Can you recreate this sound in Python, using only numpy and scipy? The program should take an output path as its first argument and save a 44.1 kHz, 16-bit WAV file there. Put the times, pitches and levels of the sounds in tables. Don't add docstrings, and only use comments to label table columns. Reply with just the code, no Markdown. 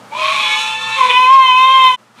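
import sys
import numpy as np
from scipy import signal
from scipy.fft import rfft, irfft, next_fast_len
from scipy.io import wavfile
from scipy.ndimage import uniform_filter1d, map_coordinates

SR = 44100
rng = np.random.default_rng(int(sys.argv[2]) if len(sys.argv) > 2 else 0)


def wav_out(sig):
    wavfile.write(sys.argv[1], SR, np.round(np.clip(np.atleast_2d(sig).T, -1, 1) * 32767).astype(np.int16))


def volts_from_decibels(level):
    exponent = np.asarray(level, float) / 20
    return 10 ** exponent


N = 97020


def unit(x):
    return x / np.sqrt(np.mean(x ** 2) + 1e-20)


def along(points, hz):
    f, value = np.transpose(points)
    return np.interp(np.log(hz + 1), np.log(f + 1), value)


def curves(rows):
    s, *columns = np.transpose(rows)
    return [np.interp(np.arange(N) / SR, s, column) for column in columns]


def wobble(rate):
    knots = rng.standard_normal(int(N * rate / SR) + 4)
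    return map_coordinates(knots, [np.arange(N) * rate / SR])


def filtered(x, response):
    m = next_fast_len(N + SR // 2)
    return irfft(rfft(x, m) * response(np.fft.rfftfreq(m, 1 / SR)), m)[..., :N]


def peak(f, hz, width):
    return 1j * f * width / (hz * hz - f * f + 1j * f * width)


def turning(hz, rough=0):
    jitter = 0.0012 * wobble(60.1) + 0.044 * rough * wobble(110)
    return 2 * np.pi * np.cumsum(hz * (1 + jitter)) / SR


def folds(phase, levels_db, rough=0, drift_db=3):
    pulses = 0
    for k, db in enumerate(levels_db):
        drift = drift_db * (k > 1) * (wobble(13.94) + 0.64 * wobble(45.01))
        lag = k * k * (0.303 + 0.00078 * wobble(100))
        pulses = pulses + volts_from_decibels(db + drift) * np.cos((k + 1) * phase + lag)
    scatter = 1 + 0.57 * rough * wobble(130)
    shimmer = volts_from_decibels(0.5 * wobble(39.68))
    return unit(pulses) * scatter * shimmer


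def room():
    # f/Hz, level/dB per Hz
    room_colour = [(35, -105), (60, -88), (102, -9), (142, -10.5), (236, -4.5), (272, -18), (1290, -14),
                   (1700, -20.5), (15400, -39.5)]
    noise = unit(filtered(rng.standard_normal(N), lambda f: volts_from_decibels(along(room_colour, f)))) * volts_from_decibels(wobble(12))
    hum_hz = 117 + 2 * wobble(4.3)
    hum = np.sin(2 * np.pi * np.cumsum(hum_hz) / SR) * volts_from_decibels(4.1 * wobble(11))
    return volts_from_decibels(-39) * noise + volts_from_decibels(-43) * hum


def echo():
    # f/Hz, level/dB per Hz
    echo_colour = [(150, -60), (250, -11.5), (842, -7.5), (1040, -15.5), (1260, -22), (2330, -43),
                   (9000, -50), (11700, -77.5), (19800, -120)]
    t60 = 3.85
    tail = unit(filtered(rng.standard_normal(N), lambda f: volts_from_decibels(along(echo_colour, f))))
    return tail * volts_from_decibels(-44.5 - 60 * np.arange(N) / SR / t60 + 5.64 * wobble(15))


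def air():
    # t/s, level/dB
    air_rows = [
        (.1, -75),
        (.18, -55.5),
        (.3, -52),
        (.6, -46),
        (.78, -55),
        (1.0, -50.5),
        (1.2, -57.5),
        (1.35, -60.5),
        (1.93, -57.5),
    ]
    # f/Hz, width/Hz, gain
    teeth = [(5630, 380, 1.22), (6560, 670, 1.24), (8130, 910, 1.07)]
    hiss = rng.standard_normal(N) * volts_from_decibels(curves(air_rows)[0] + 1.2 * wobble(40.13))

    def mouth_front(f):
        bands = sum(gain * peak(f, hz, width) for hz, width, gain in teeth)
        return 6 * peak(f, 6220, 6400) ** 2 * (1 + bands)

    return filtered(hiss, mouth_front)


def rasp(wail_phase):
    # t/s, level/dB, mouth ring/dB, throat pinch/dB
    rasp_rows = [(.1, -60, 5, 0), (.14, -38, 8, 0), (.2, -26, 0, 2), (.26, -22, 0, 4), (.36, -23, 0, 5),
                 (.48, -25, -8, 0), (.58, -30, -3, 0), (.7, -33, -3, 5), (.8, -40, -3, 0), (.9, -34, -4, 2),
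                 (1.0, -28, 3, 5), (1.13, -28, 2, 8), (1.17, -48, 3, 0), (1.28, -35, 2, 0),
                 (1.37, -37, 0, 0), (1.42, -47, 3, 0), (1.64, -47, 3, 0), (1.72, -37, 2, 0),
                 (1.93, -44, 5, 0)]
    db, ring_db, pinch_db = curves(rasp_rows)
    gate = 1 + 0.89 * np.cos(wail_phase)
    grain = 1 + 0.38 * np.cos(turning(np.full(N, 157.7), 3.48))
    breath = volts_from_decibels(db) * unit(rng.standard_normal(N) * gate * grain)
    return breath, breath * volts_from_decibels(pinch_db), breath * volts_from_decibels(ring_db)


def throat(source):
    # f/Hz, width/Hz, level/dB
    resonances = [(2384, 187, 5.5), (3330, 440, 3.5), (4140, 720, -0.5), (6080, 1500, -14.5),
                  (6950, 1600, -19.5), (8780, 930, -27.5), (11100, 1200, -23)]

    def shape(f):
        tube = sum((-1) ** k * volts_from_decibels(db) * peak(f, hz, width) for k, (hz, width, db) in enumerate(resonances))
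        body = volts_from_decibels(-4) * peak(f, 1266, 570)
        pocket = 1 - 0.76 * peak(f, 4570, 240)
        return (tube - body) * pocket

    return 3 * filtered(source, shape)


def pinch(source):
    return 3 * filtered(source, lambda f: peak(f, 2420, 380) ** 2)


def mouth(source):
    return -3 * filtered(source, lambda f: peak(f, 1084, 235) ** 2)


def onset():
    # t/s, creak f/Hz, creak level/dB, whistle f/Hz, whistle level/dB
    onset_rows = [
        (.105, 570, -67, 844, -49),
        (.125, 575, -30.5, 860, -30.5),
        (.155, 588, -34.5, 992.4, -21),
        (.185, 624.5, -23, 1030, -21),
        (.25, 619.4, -24, 1072, -17),
        (.33, 646, -22, 1101, -21),
        (.38, 650, -46, 1090, -26),
        (.47, 637, -77, 1045, -27),
        (.62, 631, -84, 1038, -39),
        (.8, 636, -74, 1054, -35.5),
    ]
    hz, db, whistle_hz, whistle_db = curves(onset_rows)
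    creak = volts_from_decibels(db) * folds(turning(hz, 0.2), [3, -1.5, -19.5, 4.5, -3], 0.68, drift_db=2.0)
    return creak + volts_from_decibels(whistle_db) * folds(turning(whistle_hz, 0.49), [0], 0.91)


def squeal():
    # t/s, f/Hz, level/dB, flutter depth/0-1, fundamental over the rest/dB
    squeal_rows = [(.11, 860, -90, .1, 30), (.13, 860, -62, .1, 30), (.17, 860, -75, .1, 25),
                   (.3, 853, -60, .3, 18), (.34, 850, -33, .5, 7), (.44, 852, -25, .8, 4),
                   (.54, 859, -21, .7, 2), (.6, 870, -22, .6, 0), (.68, 872, -23, .4, 3),
                   (.75, 875, -24, .3, 3), (.78, 881, -24, .15, -12), (.83, 884, -22, .2, -4),
                   (.9, 884, -22, .3, -2), (.95, 882, -22, .3, -12), (.99, 878, -26, .3, -6),
                   (1.03, 876, -90, .4, 0)]
    # t/s, f/Hz
    beat_rows = [(.3, 506), (.5, 507.3), (.57, 506), (.64, 502), (.85, 503.3), (1, 497)]
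    overtones_db = [-3.5, -0.5, 1, -15, -20, -26, -26.5]
    flutter = [(1, 1), (2, -1), (2, 1), (2, 2), (3, 1), (4, -1), (4, 1), (5, -1), (7, -1), (4, -2)]
    flutter_db = [-5.5, -3.5, -0.5, -5.5, -6.5, -3, -5, -1, -16, -2]
    hz, db, depth, low_db = curves(squeal_rows)
    high = turning(hz, 0.028)
    beat = turning(curves(beat_rows)[0], 0.045)
    sides = 0
    for (k, away), side_db in zip(flutter, flutter_db):
        sides = sides + volts_from_decibels(side_db + 4.1 * wobble(24.64)) * np.cos(k * high + away * beat)
    fundamental = 0.8 * volts_from_decibels(low_db) * np.cos(high)
    upper = folds(high, np.r_[-60, overtones_db], 0.38, drift_db=2.55)
    return volts_from_decibels(db) * (fundamental + upper + depth * sides) + volts_from_decibels(db - 22) * np.cos(beat)


def wail():
    # t/s, f/Hz
    pitch_rows = [(.97, 535.4), (1.02, 506.4), (1.12, 496.3), (1.2, 507.3), (1.27, 511.7), (1.345, 542),
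                  (1.44, 520.7), (1.52, 505.2), (1.64, 522.6), (1.76, 528.9), (1.87, 514.8), (1.95, 499.1)]
    # t/s, level/dB, mouth ring/dB, roughness/0-1, throat pinch/dB
    wail_rows = [(.95, -29, 6, 0.48, 3.5), (.99, -24.5, 8.5, 0.63, 1.5), (1.012, -22.5, 20.5, 0.46, -6),
                 (1.021, -26, 12, 0.5, 0), (1.031, -23.5, 20, 0.3, 4.5), (1.045, -23.5, 13.5, 0.49, 1.5),
                 (1.058, -26, 19.5, .5, 7.5), (1.077, -30.5, 8.5, 0.6, -2.5),
                 (1.087, -27.5, 20.5, 0.55, -4.5), (1.105, -21, 8.5, 0.7, -0.5), (1.125, -25, 13, .5, 0.5),
                 (1.145, -22.5, 11.5, 0.17, 0.5), (1.17, -22, 16, 0.1, 11), (1.26, -21, 13, 0.1, -3.5),
                 (1.31, -29.5, 25.5, 0.08, -12), (1.385, -29, 25.5, 0.11, -9), (1.44, -21.5, 15, .05, -6),
                 (1.458, -23, 15.5, 0.14, -6), (1.471, -20.5, -7, 0.03, -8), (1.485, -24.5, 18, 0.08, 0),
                 (1.55, -24.5, 17, .03, -4), (1.61, -18, 11, .05, -3), (1.68, -23.5, 17, 0.1, -8.5),
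                 (1.75, -21, 15, 0.12, -21), (1.85, -21, 14.5, 0.15, -10), (1.9, -22, 15, 0, -19),
                 (1.93, -27.5, 12, 0.04, -16)]
    overtones_db = [2.5, 3.5, -4, 3, 2.5, 4, -5.5, -9.5, -14, -6.5]
    db, ring_db, rough, squeeze_db = curves(wail_rows)
    rough = np.clip(rough, 0, 1)
    phase = turning(uniform_filter1d(curves(pitch_rows)[0], SR // 30), 0.654 * rough)
    breaks = np.clip((np.arange(N) / SR - 0.95) / 0.034, 0, 1)
    levels_db = np.r_[overtones_db, overtones_db[-1] + 0.0061 * np.arange(18)]
    pulses = breaks * volts_from_decibels(db) * folds(phase, levels_db, rough)
    uneven = pulses * (1 + rough * np.cos(phase / 3 + wobble(25)))
    slap = breaks * rough * volts_from_decibels(np.maximum(db, -25) + 1.8 * wobble(50)) * np.cos(phase)
    return phase, uneven, uneven * volts_from_decibels(squeeze_db - 3), slap, pulses * volts_from_decibels(ring_db)


def goat():
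    phase, uneven, squeezed, slap, ringing = wail()
    breath, pinched_breath, mouth_breath = rasp(phase)
    begun = np.clip((np.arange(N) / SR - 0.105) / 0.0055, 0, 1)
    voice = onset() + squeal() + slap + throat(uneven + breath)
    voice = voice + pinch(pinched_breath + squeezed) + air() + mouth(mouth_breath)
    return begun * voice, mouth(ringing)


def garage(x):
    # f/Hz, time to fall 60 dB/s
    decay = [(300, 0.93), (1500, 0.52), (8000, 0.59)]
    hz, t, z = signal.stft(rng.standard_normal(SR // 2), SR, nperseg=256)
    fall = volts_from_decibels(-60 * t / along(decay, hz)[:, None])
    tail = signal.istft(z * fall, SR, nperseg=256)[1]
    return signal.fftconvolve(np.pad(x, (300, 0)), tail / np.linalg.norm(tail))[:N]


def closing_swell(rise):
    return volts_from_decibels(-37.5) * rise ** 2 * unit(throat(rng.standard_normal(N)))


def scene():
    t = np.arange(N) / SR
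    change_s, rise_s = 1.963, 2.138
    voice, ring = goat()
    call = voice + ring + garage(volts_from_decibels(-5) * voice + volts_from_decibels(-22) * ring)
    loud = np.sqrt(abs(uniform_filter1d(call ** 2, SR // 5)))
    floor = room()
    before = (call + echo() + floor / (1 + loud)) * np.clip((change_s - t) / 0.017, 0, 1)
    rise = np.clip((t - rise_s) / 0.081, 0, 1)
    quiet_room = floor * np.clip((t - change_s) / 0.03, 0, 1) * volts_from_decibels(-9.5 + 8 * rise)
    return (before + quiet_room + closing_swell(rise))[None]


def band_limit(x):
    return signal.sosfilt(signal.butter(12, 15600, fs=SR, output="sos"), x)


def record(dry):
    cut_hz, dull_hz, dull_db, top_hz = 89, 11670, -9, 15600
    ceiling, hardness = 0.99, 10

    def microphone(f):
        bass_cut = (1j * f / (cut_hz + 1j * f)) ** 4
        return bass_cut * volts_from_decibels(dull_db / (1 + (dull_hz / (f + 1)) ** 12))

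    x = filtered(dry, microphone)
    x = x / (1 + abs(x / ceiling) ** hardness) ** (1 / hardness)
    x = filtered(x, lambda f: (1j * f / (cut_hz / 2 + 1j * f)) ** 4 * (f < top_hz))
    return band_limit(x)


dry = scene()
out = record(dry)
wav_out(out)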